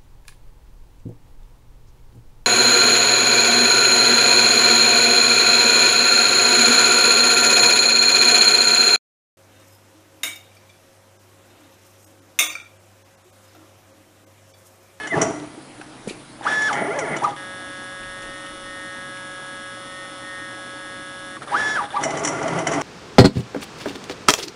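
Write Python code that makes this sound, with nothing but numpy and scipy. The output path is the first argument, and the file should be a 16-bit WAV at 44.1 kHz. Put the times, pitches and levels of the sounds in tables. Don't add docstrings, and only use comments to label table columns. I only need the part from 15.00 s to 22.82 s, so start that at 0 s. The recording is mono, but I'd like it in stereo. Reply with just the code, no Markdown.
import sys
import numpy as np
from scipy import signal
from scipy.fft import rfft, irfft, next_fast_len
from scipy.io import wavfile
from scipy.ndimage import uniform_filter1d, map_coordinates

SR = 44100
rng = np.random.default_rng(int(sys.argv[2]) if len(sys.argv) > 2 else 0)


def nominal_scale(level):
    x = np.asarray(level, float) / 20
    return 10 ** x


def persist_wave(psi):
    counts = np.round(np.clip(psi, -1, 1) * 32767).astype(np.int16)
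    wavfile.write(sys.argv[1], SR, np.atleast_2d(counts).T)


N = 344862
TIME = np.arange(N) / SR
COARSE = TIME[::32]
FAST, SLOW = 1719.8, 184.38

# (start [s], stop [s], acceleration [steps/s2])
STROKES = [
    (-.2, .13, 24000),
    (1.42, 1.744, 28000),
    (2.172, 2.322, 17000),
    (6.41, 6.452, 16000),
    (6.464, 6.868, 15200),
    (6.888, 7.044, 15600),
]
# (start [s], stop [s], acceleration [steps/s2])
DESCENT = (2.352, 6.378, 16000)
# (frequency [Hz], width [Hz])
PANELS = [(1659.5, 130), (1843.8, 130)]
# (time [s], level [dB])
SHAKE = [
    [(0.06, -38), (0.1, -57), (0.124, -25.5), (0.164, -21), (0.24, -19.5), (0.302, -27.5), (0.406, -36.5),
     (0.436, -38.5), (0.62, -49)],
    [(1.7, -27), (1.712, -41), (1.754, -25), (1.914, -25), (1.986, -22.5), (2.04, -26), (2.162, -25.5),
     (2.198, -27.5), (2.34, -30.5)],
    [(6.98, -42), (7.032, -25.5), (7.2, -26.5), (7.242, -24.5), (7.394, -26.5), (7.59, -22), (7.656, -30.5),
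     (7.672, -20.5), (7.82, -24)],
]
# (time [s], peak [dB], knock [dB], chain t60 [s])
RATTLE = [(0.034, -37, 11, 0.05), (0.07, -29, 5.5, 0.089), (0.2134, -10.5, -23, 0.094),
          (0.2234, -22.5, -3, 0.053), (1.439, -32, 1, 0.061), (1.6174, -24, 2.5, 0.087),
          (1.7263, -24.5, 6.5, 0.09), (1.9586, -39, 5, 0.051), (1.987, -19, -12, 0.075),
          (2.164, -25.5, 2, 0.079), (2.236, -26, -1, 0.055), (2.2867, -38, 5, 0.048),
          (7.007, -36, 3, 0.065), (7.027, -25, -3, 0.067), (7.0346, -14, -3, 0.089),
          (7.1046, -26, 5, 0.063), (7.1706, -24, -5, 0.091), (7.192, -23.5, -19, 0.061),
          (7.2335, -20, -17, 0.075), (7.247, -10.5, -6, 0.09), (7.2728, -11, -6, 0.044),
          (7.283, -15, -21, 0.051), (7.427, -22, -2, 0.038), (7.477, -23.5, 3, 0.052),
          (7.5864, -19.5, -5, 0.055), (7.614, -33, -3, 0.055), (7.669, -13.5, -4.5, 0.062),
          (7.715, -21, -14, 0.082), (7.734, -21, -1, 0.1), (7.8114, -20.5, 1, 0.049)]


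def unit(x):
    return x / np.sqrt(np.mean(x ** 2) + 1e-20)


def along(points, hz):
    f, v = np.transpose(points)
    return np.interp(np.log(hz + 1), np.log(f + 1), v)


def curves(rows):
    s, *cols = np.transpose(rows)
    return [np.interp(TIME, s, c, left=-120, right=-120) for c in cols]


def wobble(rate):
    knots = rng.standard_normal(int(N * rate / SR) + 4)
    return np.interp(TIME, COARSE, map_coordinates(knots, [COARSE * rate]))


def bump(s, length):
    return np.interp(TIME, COARSE, np.exp(-((COARSE - s) / length) ** 2))


def filtered(x, response):
    m = next_fast_len(N + SR // 2, True)
    return irfft(rfft(x, m) * response(np.fft.rfftfreq(m, 1 / SR)), m)[..., :N]


def body(modes):
    def ring(f):
        total = 0
        for k, (c, w, db) in enumerate(modes):
            total = total + (-1) ** k * nominal_scale(db) * 1j * f * w / (c * c - f * f + 1j * f * w)
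        return total
    return lambda f: np.interp(f, f[::16], ring(f[::16]))


def noise(response, lumps=1):
    return unit(filtered(lumps * rng.standard_normal(N), response))


def steps(start, stop, accel, top, phases, jitter):
    rate = np.clip(accel * np.minimum(TIME - start, stop - TIME), 0, top)
    count = np.cumsum(rate) / SR
    k = np.arange(1, int(count[-1]))
    db, late = np.array(phases)[k % 4].T
    at = np.interp(k + jitter * rng.standard_normal(len(k)), count, np.arange(N)) + late * SR / 1580000.0
    taps = np.floor(at)[:, None] + np.arange(-7, 9)
    away = taps - at[:, None]
    shape = np.sinc(away) * np.cos(away * np.pi / 16) ** 2
    size = nominal_scale(db) * SR / top
    places = np.clip(taps, 0, N - 1).astype(int).ravel()
    return rate / top, count, np.bincount(places, (shape * size[:, None]).ravel(), N)


def stroke_whine(k, speed, count):
    # (multiple of the four-step cycle, level [dB])
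    loaded_cycle = [(1, -8.5), (2, -13.5), (3, -11), (4, 4), (5, -7), (6, -12.5), (7, -13), (8, -24),
                    (9, -31), (10, -17), (11, -38), (12, -34), (13, -24), (14, -29)]
    # (multiple of the four-step cycle, level [dB])
    free_cycle = [(1, -29), (2, -18), (3, -17), (4, 0), (5, -21), (6, -63), (7, -37), (8, -16.5), (9, -26),
                  (10, -31.5), (11, -30.5), (12, -24.5), (13, -19.5), (14, -25.5), (15, -30), (16, -26),
                  (17, -33), (18, -31), (19, -50), (20, -40), (21, -38), (22, -31)]
    whine_db = [-31.5, -20.5, -16, -40, -20.5, -13]
    whine, on = np.zeros(N), speed > 0
    for order, db in free_cycle if k else loaded_cycle:
        if order == 4 and k:
            continue
        if order == 8:
            fade = 2.2
        else:
            fade = 3.1 if k else 9
        cycles = order * count[on] / 4 + rng.random()
        whine[on] += nominal_scale(whine_db[k] + db) * speed[on] ** fade * np.sin(2 * np.pi * cycles)
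    return whine


def lift_drive():
    # (strength [dB], lateness [0.63 microseconds])
    slow_phases = [(1.5, -5), (3, 19), (1, 32), (2, 50)]
    # (strength [dB], lateness [0.63 microseconds])
    fast_phases = [(21, 7), (-10, 33), (28.5, -2), (28, 64)]
    # (step blow [dB], torque ripple [dB], its extra while speeding up [dB],
    # its extra while braking [dB], grind [dB])
    effort = [(-30, -60, 0, 0, -38), (-30, -18, -6, -0.5, -30), (-28, -23, 2, 3, -34.5),
              (-40, -28, 0, 0, -27), (-29.5, -22, 3.5, 5, -30.5), (-27, -18, 3.5, 1, -35),
              (-38.5, -62, 0, 0, -54.5)]
    force, torque, grind, whine = np.zeros((4, N))
    moves = [(row, FAST, fast_phases, .004) for row in STROKES] + [(DESCENT, SLOW, slow_phases, .0005)]
    for k, (move, (blow_db, ripple_db, start_db, brake_db, grind_db)) in enumerate(zip(moves, effort)):
        row, top, phases, jitter = move
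        speed, count, blows = steps(*row, top, phases, jitter)
        blow_db = blow_db - (23 if top == FAST else 9)
        force += nominal_scale(blow_db) * blows * (1 - speed * top / FAST) ** 4.0
        extra_db = np.where(TIME < (row[0] + row[1]) / 2, start_db, brake_db)
        ripple = nominal_scale(ripple_db + extra_db * np.sqrt(1 - speed)) * speed ** .5
        torque += ripple * np.sin(2 * np.pi * count)
        grind += nominal_scale(grind_db) * speed ** 0.56 * (1 + 0.54 * np.cos(2 * np.pi * count))
        if top == FAST:
            whine += stroke_whine(k, speed, count)
    return force, torque, grind, whine, blows, count


def carriage(force):
    # (frequency [Hz], width [Hz], level [dB])
    carriage_modes = [(552.5, 38, 4.5), (845, 14, -3), (964, 13, 4.5), (1146.4, 31, 6), (1280, 113, 2),
                      (1537, 155, 1), (1780, 740, -8.5), (2116, 440, -7), (2920, 99, -4), (3379, 62, 4),
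                      (3580, 117, -1.5), (4250, 39, -16), (5030, 110, -28), (5700, 130, -24),
                      (6300, 400, -32.5), (7310, 320, -25.5), (8520, 250, -25.5), (9220, 100, -22),
                      (9957, 70, -14), (11000, 240, -27)]

    def response(f):
        answer = body(carriage_modes)(f)
        for hz, width in PANELS:
            answer = answer * (1 - body([(hz, width, 0)])(f))
        return answer
    return filtered(force, response)


def winding_ticks(blows, count):
    # (frequency [Hz], width [Hz], level [dB])
    housing = [(4500, 360, -19), (5205, 50, -5), (5470, 260, -9), (5765, 50, -9), (6050, 180, -19.5),
               (6680, 240, -23.5), (7220, 72, -11)]
    # (frequency [Hz], width [Hz], level [dB])
    end_caps = [(830, 25, -16), (1198, 30, -14), (1567, 30, -8), (7860, 400, -22), (8650, 120, -18),
                (8950, 200, -14.5), (9180, 50, -6), (9750, 300, -17), (10600, 400, -20)]
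    reversal = filtered(blows * np.cos(np.pi / 2 * count - .6), body(housing))
    turns = filtered(blows * np.cos(np.pi * count), body(end_caps))
    return nominal_scale(-52.5) * (reversal + turns)


def plate_echo(x):
    for delay, drift, rate, db in [(45, 2, .7, -16), (130, 2, 2.2, -17)]:
        x = x + nominal_scale(db) * np.interp(np.arange(N) - delay - drift * wobble(rate), np.arange(N), x)
    return x


def covers(blows):
    cover_db = [-43.5, -44]
    # (time [s], length [s], change of level [dB])
    chokes = [
        [(3.5, 0.24, -9), (4.9, 0.11, -12), (5.1, .16, -9), (5.9, 0.82, -1.5)],
        [(2.75, 0.28, -5), (3.58, 0.06, -14), (4.22, 0.15, -8), (4.6, 0.28, -8), (5.15, 0.052, -15),
         (4.98, .07, 3), (5.36, .1, 4), (3.8, .15, 2), (5.68, 0.13, -10), (6.07, 0.12, -9), (6.25, 0.074, -9)],
    ]
    out = np.zeros(N)
    for (hz, width), db, touches in zip(PANELS, cover_db, chokes):
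        for s, length, depth_db in touches:
            db = db + depth_db * np.minimum(1.5 * bump(s, length), 1)
        sharp = lambda f: body([(hz, width, 0)])(f) ** 2
        out += nominal_scale(db) * unit(filtered(blows, sharp))
    return out


def mount_hum(torque):
    mount_hz = [600, 819, 972, 1165, 1270, 1480, 1730]
    # (width [Hz], level [dB])
    mount_modes = [(216, -21), (11.8, 12.5), (16.3, 9.5), (28, 11.5), (85, 7.5), (138.89, 6), (200, 0.5)]
    modes = [(hz, *mode) for hz, mode in zip(mount_hz, mount_modes)]
    return filtered(torque * nominal_scale(1.6 * wobble(45) + 1.5 * wobble(9)), body(modes))


def screw(grind):
    # (frequency [Hz], level [dB per Hz])
    screw_tone = [(71, -52), (120, -17), (481, -14), (717, -12), (1400, -15.5), (1690, -8.5), (1960, -15.5),
                  (2560, -32), (3480, -24), (4540, -32.5), (5810, -30.5), (10700, -35.5), (11300, -62),
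                  (14700, -92), (22000, -120)]
    colour = lambda f: nominal_scale(along(screw_tone, f) - 5.6 * np.exp(-((f - 6900) / 1300) ** 2))
    return grind * nominal_scale(1.75 * wobble(30)) * noise(colour)


def lift():
    force, torque, grind, whine, blows, count = lift_drive()
    ring = plate_echo(carriage(force) + winding_ticks(blows, count)) + covers(blows)
    return ring + mount_hum(torque) + whine * nominal_scale(-0.5 + 1.9 * wobble(25)) + screw(grind)


def fan_tones():
    fan_hz = [127, 306.8, 613.6, 920.4]
    # (unsteadiness [Hz], level [dB])
    fan_levels = [(6.43, -50.5), (1.246, -52.5), (0.61, -63), (1.74, -62)]
    out = np.zeros(N)
    for hz, (width, db) in zip(fan_hz, fan_levels):
        turns = np.cumsum(hz + width * wobble(14)) / SR
        out += nominal_scale(db + 0.71 * wobble(6.9)) * np.sqrt(2) * np.sin(2 * np.pi * turns)
    return out


def drive_whistle():
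    # (time [s], length [s], level [dB])
    strain = [
        (1.833, 0.085, -46.5),
        (2.083, 0.046, -46),
    ]
    switch_s = 0.021

    def running(moves):
        return sum(np.clip(np.minimum(TIME - start, stop - TIME) / switch_s, 0, 1) for start, stop, _ in moves)
    current = nominal_scale(-59) + nominal_scale(-58.5) * running([DESCENT]) + nominal_scale(-55) * running(STROKES)
    current = current + nominal_scale(-31) * sum(nominal_scale(curves(move)[0]) for move in SHAKE)
    current = current + sum(nominal_scale(db) * bump(s, length) for s, length, db in strain)
    return current * nominal_scale(-3.0 + 1.1 * wobble(27)) * noise(body([(9460, 150, 9), (9200, 900, -6)]))


def draught():
    # (time [s], length [s], rise [dB])
    gusts = [(1.13, .08, 7), (2.05, .1, 6), (3.046, 0.097, 17), (3.267, 0.083, 17.5), (3.58, 0.16, 15),
             (6.79, .08, 12), (7.102, .07, 6), (7.51, .07, 7)]
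    puff = lambda: noise(lambda f: f / 30 / (1 + (f / 45) ** 4))
    rise_db = sum(db * bump(s, length) for s, length, db in gusts)
    strength = nominal_scale(-66 + rise_db + 1.4 * wobble(12))
    return strength * (puff() + 0.1 * np.array([puff(), puff()]))


def shed_air():
    # (frequency [Hz], level [dB per Hz])
    air_tone = [(12, -56), (20, -32), (86, -13.5), (112, -10), (150, -12), (307, -2.5), (379, -12),
                (698, -11), (863, -12), (935, -13.5), (1470, -16), (3160, -20), (3520, -20.5),
                (9390, -25.5), (11300, -27), (14700, -74), (22000, -120)]
    # (frequency [Hz], likeness [0-1])
    alike = [(60, 1), (170, 1), (490, 0.88), (1400, 0.68), (3980, 0.39), (11400, 0.77)]
    z = signal.stft(rng.standard_normal((2, N)), nperseg=512)[2]
    patches = uniform_filter1d(uniform_filter1d(rng.standard_normal(z.shape[1:]), 6, 0), 12, 1)
    pair = signal.istft(z * nominal_scale(1.77 * unit(patches)), nperseg=512)[1][:, :N]

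    def colour(f):
        angle = np.arccos(np.clip(along(alike, f), -1, 1)) / 2
        level = nominal_scale(along(air_tone, f) - 3.1 * np.exp(-((f - 6800) / 1400) ** 2))
        return level * [np.cos(angle), np.sin(angle)]
    mid, side = filtered(pair, colour)
    return nominal_scale(-43) * unit(np.array([mid + side, mid - side])) + draught()


def burst(at, db, t60, rise):
    out, t = np.zeros(N + SR), np.arange(SR // 4) / SR
    for s, level, life in zip(at, db, t60):
        puff = nominal_scale(level - 60 * t / life) * (1 - np.exp(-t / rise)) * rng.standard_normal(len(t))
        out[round(s * SR):][:len(t)] += puff
    return out[:N]


def rattle():
    # (frequency [Hz], width [Hz], level [dB])
    chain = [(5650, 210, 4), (5980, 180, 5), (6540, 320, -2), (7160, 200, 2), (8060, 380, -7.5),
             (9730, 450, -10)]
    s, db, knock_db, t60 = np.transpose(RATTLE)
    links = burst(s, db + 4.0, t60, rise=0.0015)
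    links = filtered(links, lambda f: body(chain)(f) + nominal_scale(-24))
    knock = burst(s, db + knock_db + 12.0, 0.8 * t60, rise=0.0013)
    return links + filtered(knock, body([(680, 990, -6.5), (2110, 160, 1.5), (3000, 95, -2.5)]))


def slaps(t60):
    hits = np.bincount([round(row[0] * SR) for row in RATTLE], [nominal_scale(row[1]) for row in RATTLE], N)
    return signal.lfilter([1], [1, -nominal_scale(-60 / (t60 * SR))], hits)


def below(f, hz):
    return 1 / (1 + (f / hz) ** 6)


def rack_rumble(speed):
    # (frequency [Hz], width [Hz], level over the rack noise [dB])
    beam_modes = [(149, 28, 5.5), (285, 100, 1), (420, 30, 3), (530, 50, -5), (667, 25, 7.5),
                  (840, 11, 3.5), (947, 9.8, 3), (1155, 34, 2.5), (1397, 120, -3), (2010, 31, 8),
                  (3110, 140, -1.5)]
    # (frequency [Hz], level [dB per Hz])
    rack_tone = [(29, -59), (50, -15), (152, -6), (209, -17.5), (274, -6.5), (505, -3), (664, -1),
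                 (1430, -6.5), (1610, -9.5), (2060, -10.5), (4170, -26.5), (5850, -21.5), (11300, -38),
                 (14700, -69), (22000, -120)]
    # (low rumble [dB], beam ring [dB], upper rasp [dB])
    shares = [
        (-1.5, -2, -15.5),
        (-6.5, -3, -18.5),
        (-2.5, 0.5, -13),
    ]
    low, mid, rasp = sum(nominal_scale(curves(move)[0] + np.array(share)[:, None]) for move, share in zip(SHAKE, shares))
    low = low * nominal_scale(-15 * speed ** 3)
    rasp = rasp + nominal_scale(-19) * slaps(t60=0.049)
    beam = lambda f: nominal_scale(along(rack_tone, f)) * (0.81 + np.abs(body(beam_modes)(f)))
    teeth = nominal_scale(1.7 * wobble(110))
    low = low * nominal_scale(-1.5 + 0.68 * wobble(40)) * noise(lambda f: beam(f) * below(f, 460), teeth)
    ring = noise(lambda f: beam(f) * below(f, 1290) * (1 - below(f, 453)), teeth)
    mid = mid * nominal_scale(-4.0 + 1.3 * wobble(30)) * ring
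    upper = noise(lambda f: beam(f) * (1 - below(f, 1120)), teeth ** 0.71)
    return low + mid + rasp * nominal_scale(4.0 + 0.76 * wobble(30)) * upper


def gantry_motors(travel_steps):
    # (frequency [Hz], width [Hz], level [dB])
    beam_drive = [(195, 43, 12), (287, 45, 9.5), (420, 37, 13), (548, 25, 10), (660, 28, 19)]
    # (frequency [Hz], width [Hz], level [dB])
    cross_drive = [(844, 25, 10.5), (1403, 48, 7), (1700, 89, 5), (2010, 120, 9.5), (2255, 77, 6.5),
                   (3180, 300, 0)]
    (speed, _, blows), (cross_speed, _, cross) = travel_steps
    blows = blows * nominal_scale(2.0 * wobble(60.03)) / (speed + 0.32) ** 0.35
    motor = nominal_scale(-33.5) * filtered(blows, lambda f: body(beam_drive)(f) * below(f, 940))
    cross = cross * nominal_scale(1.6 * wobble(70)) / (cross_speed + 0.17) ** 1.1
    path = lambda f: body(cross_drive)(f) * (1 - below(f, 630)) * (.15 + below(f, 2280))
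    return (motor + nominal_scale(-37) * filtered(cross, path)) * nominal_scale(wobble(35.07))


def wheel_song():
    # (time [s], length [s], frequency [Hz], glide [Hz/s], level [dB])
    singing = [(0.119, 0.012, 2010, -6000, -23), (0.142, 0.011, 1780, -12000, -23),
               (0.373, 0.11, 298, 2, -34.5), (0.13, 0.0065, 660, 0, -26), (0.217, .012, 425, -1500, -27),
               (0.222, .008, 1975, 0, -32), (0.237, 0.0076, 652, 300, -23), (0.264, .009, 646, 2000, -24),
               (7.092, .014, 790, 3000, -29), (7.13, 0.0088, 680, -3000, -33),
               (1.746, .008, 1800, 22000, -29), (1.784, .009, 1950, 38000, -27),
               (2.145, .01, 2000, -20000, -28), (7.162, 0.01, 2010, -9000, -35),
               (7.232, 0.016, 420, 0, -30), (7.265, .012, 300, -800, -33), (7.299, 0.011, 304, 0, -28),
               (7.385, 0.019, 250, 4500, -38), (7.41, 0.014, 1395, 0, -37), (7.488, .014, 844, 0, -32),
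               (7.618, 0.021, 660, 1200, -29), (7.672, 0.011, 727, 0, -30), (7.78, .011, 675, 0, -27),
               (7.068, 0.012, 653, 2500, -24), (7.148, 0.027, 646, -300, -28.5),
               (7.35, 0.017, 1390, 500, -30.5), (7.466, 0.0091, 660, 2000, -25),
               (7.478, .015, 1380, 4000, -33), (7.545, 0.091, 170, -4, -28), (7.785, 0.036, 284, 0, -26)]
    song = np.zeros(N)
    for s, length, hz, glide, db in singing:
        cycles = (hz + glide * (TIME - s) / 2) * (TIME - s)
        song += nominal_scale(db + 3.5) * bump(s, length) * np.sin(2 * np.pi * cycles)
    return song * nominal_scale(1.4 * wobble(70))


def gantry():
    # (start [s], stop [s], acceleration [steps/s2])
    travel = [
        (1.732, 2.201, 2560),
        (1.732, 2.201, 3830),
    ]
    # (strength [dB], lateness [0.63 microseconds])
    gantry_phases = [(-3, 0), (-2.5, 0), (-1, 0), (-3.5, 0)]
    travel_steps = [steps(*move, 920, gantry_phases, jitter=0.01) for move in travel]
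    beam_speed = travel_steps[0][0]
    return rack_rumble(beam_speed) + gantry_motors(travel_steps) + wheel_song()


def knocks():
    # (time [s], peak
    # [dB], frequency [Hz], t60 [s])
    ticks = [(.398, -31, 3580, 0.019), (0.577, -29, 330, 0.05), (0.798, -21.5, 303, 0.014),
             (.813, -28, 1550, 0.031), (.814, -32, 800, .03), (0.813, -33, 2670, 0.024),
             (1.074, -18, 212, 0.061), (1.074, -11.5, 420, 0.017), (1.075, -40, 3000, .06),
             (1.086, -32, 2320, 0.15), (1.094, -35, 2640, 0.17), (1.076, -36.5, 9260, 0.22),
             (1.095, -28, 3910, 0.043), (1.108, -20, 390, 0.031), (1.41, -25, 786, .04),
             (6.367, -29.5, 1140, 0.08), (6.42, -24.5, 1250, 0.034), (6.474, -26, 1180, .05),
             (3.03, -39, 2890, 0.088), (3.22, -40, 6340, 0.055), (3.227, -37, 2810, 0.13),
             (3.46, -36, 3000, .08), (4.17, -34, 2220, .04), (4.171, -37, 2700, .03),
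             (7.155, -33, 3550, 0.034), (1.708, -21, 831, .35), (2.22, -24, 822, .1),
             (1.99, -23, 2020, .04), (2.161, -21, 1390, .05), (7.005, -27, 817, 0.34),
             (7.716, -19, 660, .06), (7.668, -20, 745, .05), (7.669, -17, 1930, .04),
             (7.67, -31, 2160, 0.033)]
    out, t = np.zeros(N + SR), np.arange(SR // 4) / SR
    for s, db, hz, t60 in ticks:
        rough = hz / 3000
        drift = np.cumsum(0.245 * rough * rng.standard_normal(len(t)))
        ring = np.sin(2 * np.pi * hz * t + drift) + 0.33 * rough * rng.standard_normal(len(t))
        out[round(s * SR):][:len(t)] += nominal_scale(db - 60 * t / t60) * (1 - np.exp(-t / 0.0007)) * ring
    return out[:N]


def shed(x):
    # (frequency [Hz], t60 [s])
    shed_t60 = [(150, 0.34), (1000, 0.45), (4000, 0.45), (10000, 0.66)]
    hz, t, z = signal.stft(rng.standard_normal((2, SR)), SR, nperseg=256)
    tail = signal.istft(z * nominal_scale(-60 * t / along(shed_t60, hz)[:, None]), SR, nperseg=256)[1]
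    late = np.pad(x, (500, 0))[None]
    return signal.fftconvolve(late, tail / np.linalg.norm(tail[0]), axes=1)[:, :N]


def scene():
    head, hum = lift(), fan_tones() + drive_whistle()
    beam, small = rattle() + gantry(), knocks()
    direct = head * nominal_scale([[.1], [-.1]]) + beam * nominal_scale([[-.5], [.5]]) + small + hum
    machine = direct + nominal_scale(-8) * shed(head + beam + small + hum)
    no_deep_bass = lambda f: (1j * f / (70 + 1j * f)) ** 3
    return filtered(machine, no_deep_bass) + shed_air()


def roll_off(x):
    return signal.sosfilt(signal.butter(12, 11970, fs=SR, output="sos"), x)


def record(dry):
    band = lambda f: (1 / (1 + (f / 11100) ** 260) + .012) * (f < 12000)
    return roll_off(filtered(dry, band))


dry = scene()
out = record(dry)
persist_wave(out)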